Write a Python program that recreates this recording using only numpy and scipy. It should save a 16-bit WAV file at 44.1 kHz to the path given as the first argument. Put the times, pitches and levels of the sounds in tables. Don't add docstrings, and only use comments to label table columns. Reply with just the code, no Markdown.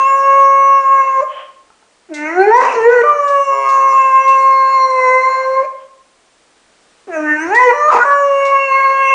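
import sys
import numpy as np
from scipy import signal
from scipy.fft import rfft, irfft, next_fast_len
from scipy.io import wavfile
from scipy.ndimage import uniform_filter1d, minimum_filter1d, map_coordinates

SR = 44100
rng = np.random.default_rng(int(sys.argv[2]) if len(sys.argv) > 2 else 0)


def wav_out(sig):
    wavfile.write(sys.argv[1], SR, np.round(np.clip(np.atleast_2d(sig).T, -1, 1) * 32767).astype(np.int16))


def boost(x):
    u = np.asarray(x, float) / 20
    return 10 ** u


N = 403071

# (per Hz, relative)
HISS_COLOUR = [(20, 2.5), (100, -8), (276, 1.5), (450, 4), (1710, -1), (2820, -4), (9950, -9.5)]
# time_s, level_db (rms)
HISS_LEVEL = [(6.1, -54.5), (7.0, -52)]
WHINE_HZ = 7600
TOP_HZ = 9990
LIMIT, CLIP_TOP, CLIP_KNEE = 1.08, 1.06, 9

# freq_hz, t60_s
HALL_DECAY = [(300, .5), (1050, 0.74), (1600, 0.56), (3000, 0.56)]
# start_s, peak_db
CLAW_TICKS = [(1.703, -34.5), (1.827, -39)]
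# freq_hz, level_db (usual), t60_s
TILE_MODES = [(883, 0, 0.045), (1315, 2, 0.031)]

# start_s, level_db (before the decay)
TREBLE_BURSTS = [(2.139, -32.5), (2.56, -30.5), (3.278, -38), (3.688, -35.5), (4.278, -35.5),
                 (7.546, -30.5), (8.45, -35)]
# (per Hz, relative)
BURST_COLOUR = [(2500, -36.5), (3300, 7), (7000, 5.5), (9900, -8)]
# start_s, length_s, level_db (rms before swell and sag)
INHALES = [(1.268, 0.27, -31), (5.716, 0.23, -49.5)]
# (per Hz, relative)
NOSE_COLOUR = [(500, 0), (900, -7.5), (2800, -9.5), (3100, 0), (3600, -23), (7800, -62)]
INHALE_RISE_S, INHALE_SAG_DB = 0.12, -21

# start_s, end_s
HOWLS = [(-.01, 1.245), (2.086, 5.665), (7.07, 9.2)]
# time_s, pitch_hz, fundamental_db, second_harmonic_db
VOICE = [
    [(0.0, 536, -32.5, -8.5), (0.11, 544, -24.5, -11.5), (0.33, 548, -18.5, -9.5),
     (0.76, 548.7, -28, -10.5), (0.85, 539.1, -29, -13), (0.92, 545.3, -25, -9), (1.08, 536, -27, -11.5),
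     (1.14, 536.4, -30.5, -14.5), (1.2, 534.6, -18, -11)],
    [(2.1, 301.5, -28.5, -34), (2.17, 296.7, -31.5, -40.5), (2.24, 300.3, -22.5, -32),
     (2.3, 320.4, -29.5, -27.5), (2.37, 362.9, -16, -16.5), (2.5, 431.6, -12, -21),
     (2.58, 510.7, -13.5, -5), (2.63, 529.4, -22.5, -13.5), (2.69, 519.5, -24.5, -25),
     (2.74, 484, -17.5, -25), (2.81, 442, -12.5, -20), (2.93, 503, -10, -14.5), (3.02, 468.4, -15, -15),
     (3.035, 587, -16.5, -15.5), (3.095, 592.7, -18.5, -10), (3.145, 582.3, -18, -19),
     (3.4, 557.8, -17, -11.5), (3.455, 552.3, -33, -26), (3.48, 551, -19.5, -12.5),
     (3.57, 546.5, -24.5, -17), (3.645, 543.1, -26.5, -14), (3.865, 539.2, -22, -8), (4.115, 529, -31, -8),
     (4.275, 535.6, -23, -8), (4.745, 533, -29, -8), (4.935, 519.2, -17, -13.5), (5.085, 509.2, -11, -13.5),
     (5.165, 516.2, -11.5, -13.5), (5.295, 524.7, -28.5, -6.5), (5.495, 524.1, -15.5, -12.5),
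     (5.62, 535.2, -15.5, -19)],
    [(7.11, 337.9, -25.5, -23), (7.175, 307.1, -25, -22.5), (7.315, 299.7, -19, -33.5),
     (7.375, 304.8, -25, -33.5), (7.455, 332.2, -10, -37.5), (7.49, 358, -8, -23.5),
     (7.525, 417.2, -12, -13), (7.555, 467, -24.5, -10), (7.595, 499.2, -23.5, -6.5),
     (7.665, 503.1, -11, -14.5), (7.715, 472, -15.5, -13), (7.73, 578, -24, -20), (7.905, 609.7, -14.5, -9),
     (7.925, 493.5, -24.5, -15.5), (7.965, 476.5, -19, -8.5), (8.035, 484.5, -27.5, -23.5),
     (8.05, 567.3, -23, -16.5), (8.13, 568.7, -19, -9.5), (8.19, 567.4, -16.5, -22),
     (8.32, 557, -14.5, -17.5), (8.55, 551, -20, -11), (8.65, 545.5, -23, -26.5), (8.72, 538, -22.5, -10.5),
     (8.79, 541, -24.5, -11.5), (9.04, 543.5, -22.5, -14.5), (9.13, 536.8, -21, -10)],
]
# time_s, mouth_db, ringing_db, treble_db
BRIGHTNESS = [(0.05, -24, -69.5, -41.5), (0.5, -35, -62.5, -44), (1.15, -36, -65, -50),
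              (2.15, -45, -71, -53), (2.4, -39, -47, -53.5), (2.65, -39, -50.5, -44),
              (3.0, -37.5, -53, -46), (3.4, -34, -63.5, -42), (3.7, -32.5, -47.5, -40),
              (4.2, -30.5, -62.5, -43), (4.85, -47, -31, -47), (5.05, -47, -41.5, -41),
              (5.35, -51.5, -35.5, -45.5), (5.62, -67.5, -57.5, -57.5), (7.15, -42.5, -76.5, -54),
              (7.3, -39.5, -67, -47.5), (7.46, -40.5, -56, -49.5), (7.6, -30, -46, -43),
              (7.95, -37.5, -51, -41.5), (8.3, -34, -54, -44.5), (8.901, -25.5, -36.5, -46),
              (9.1, -21, -62, -43)]
# freq_hz, level_db
MOUTH_SHAPE = [(1200, 12), (1500, 6), (2100, 6), (2750, -3), (3050, -22.5), (3700, -47)]
RING_SHAPE = [(3800, -27.5), (4250, 2), (4650, -24.5)]
TREBLE_SHAPE = [(5000, -23.5), (5800, -5.5), (6400, -13), (7000, -10.5), (7700, -26), (8500, -21),
                (9900, -27.5)]
# freq_hz, level_db
CHEST_SHAPE = [(850, -9), (1100, -26.5), (1400, -20), (1750, -18), (2200, -21.5), (2900, -30)]
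FALSETTO_SHAPE = [(1400, -26), (1650, -25.5), (1900, -29), (2200, -28), (2400, -31), (2900, -37.5)]
# start_s, end_s
FALSETTO = [(-.01, 0.98), (3.031, 5.55), (7.723, 7.915), (8.043, 8.4)]
# time_s, centre_hz, lift_db
JAW = [(0, 1646, 3), (.6, 1642, 1.5), (1.2, 1620, -5), (2.15, 2150, 2.5), (2.3, 2200, 5), (2.38, 1508, 2.5),
       (2.5, 1804, 9), (2.59, 2025, 13.5), (2.7, 1508, 9.5), (2.83, 1734, 2.5), (2.9, 1504, 17),
       (3.02, 1460, 14), (3.2, 1760, 7.5), (3.7, 2210, 9.5), (4.7, 2134, 7), (5.2, 2093, 14),
       (5.6, 2130, -3.5), (7.17, 1195, 13), (7.3, 1480, 12), (7.45, 1620, 2), (7.53, 1688, 17),
       (7.6, 1974, 14.5), (7.66, 2000, 2.5), (7.72, 1940, 15.5), (7.92, 1680, 3.5), (8.02, 1470, 22.5),
       (8.15, 1700, 10), (8.4, 2276, 5.5), (9.14, 2183, 10)]
JAW_WIDTH_HZ = 140
# (per Hz, relative)
RUMBLE_COLOUR = [(20, -2.5), (200, 1), (330, -30.5)]
# (per Hz, relative)
THROAT_COLOUR = [(250, -58.5), (340, -14), (600, 3.5), (1200, 0.5), (2200, -5.5), (2900, -14),
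                 (3300, -22.5), (5900, -20.5), (7000, -19.5), (7600, -32), (9900, -37)]
# start_s, end_s, roughness (0-1)
CRACKS = [(2.61, 2.76, .55), (7.9, 8.0, .65)]
CRACK_FADE_S, CHEST_ROUGH, FALSETTO_ROUGH = .05, .07, .02
ALTERNATE = 0.63
# start_s, end_s, added_depth (0-1)
FLUTTERS = [(3.04, 3.15, .18), (3.53, 3.68, .4), (3.5, 3.97, 0.19)]
FLAP_HZ, FLAP_AT_HZ, FLAP_SLOPE, FLAP_DEPTH = 127.4, 543, 0.84, 0.029
CATCH_S, CATCH_RISE, CATCH_ROUGH, CATCH_DB = .015, .35, 0.29, 1.5
CLOSED_DB = -28.5
FLIP_S, FLIP_RISE, FLIP_SECOND_DB, FLIP_FIRST_DB = .037, .15, -14.5, 1.5


def unit(x):
    return x / np.sqrt(np.mean(x ** 2) + 1e-20)


def along(points, hz):
    freq, db = np.transpose(points)
    return np.interp(np.log(hz + 1), np.log(freq + 1), db, -120, -120)


def curves(rows, t):
    s, *columns = np.transpose(rows)
    return [np.interp(t, s, column) for column in columns]


def bumps(rows, t, fade):
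    return sum(height * np.clip(np.minimum(t - s, e - t) / fade + .5, 0, 1) for s, e, height in rows)


def wobble(rate, size=N):
    knots = rng.standard_normal(int(size * rate / SR) + 4)
    return map_coordinates(knots, [np.arange(size) * rate / SR])


def noise(colour, size=N):
    m = next_fast_len(size + 8192)
    weight = boost(along(colour, np.fft.rfftfreq(m, 1 / SR)))
    return unit(irfft(rfft(rng.standard_normal(m)) * weight, m)[:size])


def span(start_s, end_s, fade):
    start = max(0, round(start_s * SR))
    t = np.arange(start, min(N, round(end_s * SR))) / SR
    gate = np.clip(np.minimum(t - start_s, end_s - t) / fade, 0, 1)
    return start, t, gate


def place(out, start, sound):
    out[start:][:len(sound)] += sound


def background():
    t = np.arange(N) / SR
    hiss = boost(curves(HISS_LEVEL, t)[0]) * noise(HISS_COLOUR)
    whine = boost(-74.5) * np.sin(2 * np.pi * WHINE_HZ * t)
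    return hiss + whine


def hall(x):
    hz, t, bins = signal.stft(rng.standard_normal(SR), SR, nperseg=256)
    t60 = np.interp(hz, *np.transpose(HALL_DECAY))
    tail = signal.istft(bins * boost(-60 * t / t60[:, None]), SR, nperseg=256)[1]
    late = np.pad(x, (300, 0))
    return signal.fftconvolve(late, tail / np.linalg.norm(tail))[:N]


def claws():
    out, t = np.zeros(N), np.arange(SR // 10) / SR
    for s, peak_db in CLAW_TICKS:
        ring = np.zeros(len(t))
        for hz, level_db, t60 in TILE_MODES:
            strength_db = level_db + rng.normal(0, 2)
            ring += boost(strength_db - 60 * t / t60) * np.sin(2 * np.pi * hz * t)
        place(out, round(s * SR), boost(peak_db) * ring / np.abs(ring).max())
    return out


def treble_bursts():
    out, t = np.zeros(N + SR), np.arange(SR // 4) / SR
    for s, db in TREBLE_BURSTS:
        shape = boost(db - 60 * t / 0.22) * (1 - np.exp(-t / 0.00068))
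        place(out, round(s * SR), shape * noise(BURST_COLOUR, size=len(t)))
    return out[:N]


def inhales():
    out = np.zeros(N + SR)
    for s, length, db in INHALES:
        start, t, gate = span(s, s + length, fade=INHALE_RISE_S)
        shape_db = db + INHALE_SAG_DB * ((t - s) / length) ** 2 + 1.5 * wobble(34, size=len(t))
        place(out, start, gate * boost(shape_db) * noise(NOSE_COLOUR, size=len(t)))
    return out[:N]


def jaw_lift(freq, t):
    centre_hz, lift_db = curves(JAW, t)
    return lift_db / (1 + ((freq - centre_hz) / JAW_WIDTH_HZ) ** 2)


def upper_overtones(t, t0, hz, phase, blur, flicker_db):
    tone = np.zeros(len(t))
    slow = slice(None, None, 64)
    slow_t, slow_hz = t[slow], hz[slow]
    opening = np.clip((slow_t - t0) / 0.066, 0, 1) ** 2 if t0 > 0 else 1
    regions = (MOUTH_SHAPE, RING_SHAPE, TREBLE_SHAPE)
    for shape, region_db, drift_db in zip(regions, curves(BRIGHTNESS, slow_t), (5, 1.5, 5)):
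        for k in range(5, int(shape[-1][0] / hz.min()) + 1):
            gain = boost(region_db + along(shape, k * slow_hz) + jaw_lift(k * slow_hz, slow_t))
            if gain.max() <= 1e-5:
                continue
            drift = drift_db * wobble(12 * 64, size=len(gain))
            flicker = flicker_db[slow] * wobble(28 * 64, size=len(gain))
            level = np.interp(t, slow_t, opening * boost(drift + flicker) * gain)
            tone += level * np.sin(k * (phase + k * blur + k))
    return tone


def throat_flap(t, hz, falsetto, glide):
    rate_hz = FLAP_HZ + FLAP_SLOPE * (hz - FLAP_AT_HZ)
    rate_hz = rate_hz * (1 + 0.034 * wobble(30, size=len(t)))
    depth = falsetto * (FLAP_DEPTH + bumps(FLUTTERS, t, fade=0.054))
    flap = 1 + depth * np.sin(2 * np.pi * np.cumsum(rate_hz) / SR)
    return flap / (1 + (glide / 7) ** 2)


def howl(t0, t1):
    start, t, gate = span(t0, t1, fade=0.011)
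    size = len(t)
    hz, first_db, second_db = curves(sum(VOICE, []), t)
    catch = np.exp(-(t - t0) / CATCH_S) * (t0 > 0)
    flip = np.tanh(2.1 * np.clip(1 - (t1 - t) / FLIP_S, 0, 1))
    falsetto = bumps([(s, e, 1) for s, e in FALSETTO], t, fade=0.0078)
    crack = bumps(CRACKS, t, CRACK_FADE_S)

    hz = uniform_filter1d(hz * (1 + CATCH_RISE * catch + FLIP_RISE * flip), size=221)
    glide = np.abs(np.gradient(np.log(hz))) * SR
    rough = falsetto * FALSETTO_ROUGH + (1 - falsetto) * CHEST_ROUGH
    rough = np.clip(rough + CATCH_ROUGH * catch + crack, 0, 1)
    jitter = .1 * rough * wobble(280, size=size) + 0.0018 * wobble(25, size=size)
    phase = 2 * np.pi * np.cumsum(hz * (1 + jitter)) / SR

    first_db = first_db + CATCH_DB * catch + FLIP_FIRST_DB * flip
    second_db = second_db + (CATCH_DB + CLOSED_DB / 2) * catch + FLIP_SECOND_DB * flip
    effort = uniform_filter1d(boost(first_db) + boost(second_db), size=4410)
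    effort_db = 20 * np.log10(effort) + FLIP_SECOND_DB * flip
    low_db = [first_db, second_db]
    for k in (3, 4):
        register_db = falsetto * along(FALSETTO_SHAPE, k * hz) + (1 - falsetto) * along(CHEST_SHAPE, k * hz)
        mouth_db = jaw_lift(k * hz, t) + CLOSED_DB * catch ** .5
        low_db.append(effort_db + register_db + mouth_db + 2.7 * wobble(8.99, size=size))

    flicker_db = 4 * np.tanh(glide) + 1.3 * (1 - falsetto)
    tone = np.zeros(size)
    for k, db in enumerate(low_db):
        tone += boost(db + flicker_db * wobble(28, size=size)) * np.sin((k + 1) * phase + k)
    blur = (.0015 + .05 * rough) * wobble(300, size=size)
    tone += upper_overtones(t, t0, hz, phase, blur, flicker_db)

    flap = throat_flap(t, hz, falsetto, glide)
    shimmer = 1 + .5 * rough * wobble(220, size=size) + ALTERNATE * crack * np.cos(phase / 2)
    gusts_db = 1.5 * wobble(9, size=size)
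    pulse = 1 + 0.22 * np.cos(phase)
    breath = effort * boost(-30.0 + 26 * rough + gusts_db) * pulse * noise(THROAT_COLOUR, size=size)
    low_cut = signal.butter(8, 270, "high", fs=SR, output="sos")
    voice = signal.sosfilt(low_cut, np.sqrt(2) * tone * flap * shimmer + breath)
    rumble = boost(low_db[0] - 46.0 + 4.7 * wobble(36, size=size)) * noise(RUMBLE_COLOUR, size=size)
    return start, gate * (voice + rumble)


def dog():
    out = np.zeros(N)
    for t0, t1 in HOWLS:
        place(out, *howl(t0, t1))
    return out + inhales()


def scene():
    near = dog() + claws() + treble_bursts()
    return (near + boost(-6.0) * hall(near) + background())[None]


def band_limit(x):
    return signal.sosfilt(signal.butter(12, 9980, fs=SR, output="sos"), x)


def record(dry):
    need = np.minimum(1, LIMIT / (np.abs(dry) + 1e-9))
    held = dry * uniform_filter1d(minimum_filter1d(need, size=441), size=441)
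    rounded = held / (1 + np.abs(held / CLIP_TOP) ** CLIP_KNEE) ** (1 / CLIP_KNEE)
    m = next_fast_len(N + 8192)
    in_band = np.fft.rfftfreq(m, 1 / SR) < TOP_HZ
    mix = irfft(rfft(rounded, m) * in_band, m)[:, :N]
    return band_limit(mix)


dry = scene()
out = record(dry)
wav_out(out)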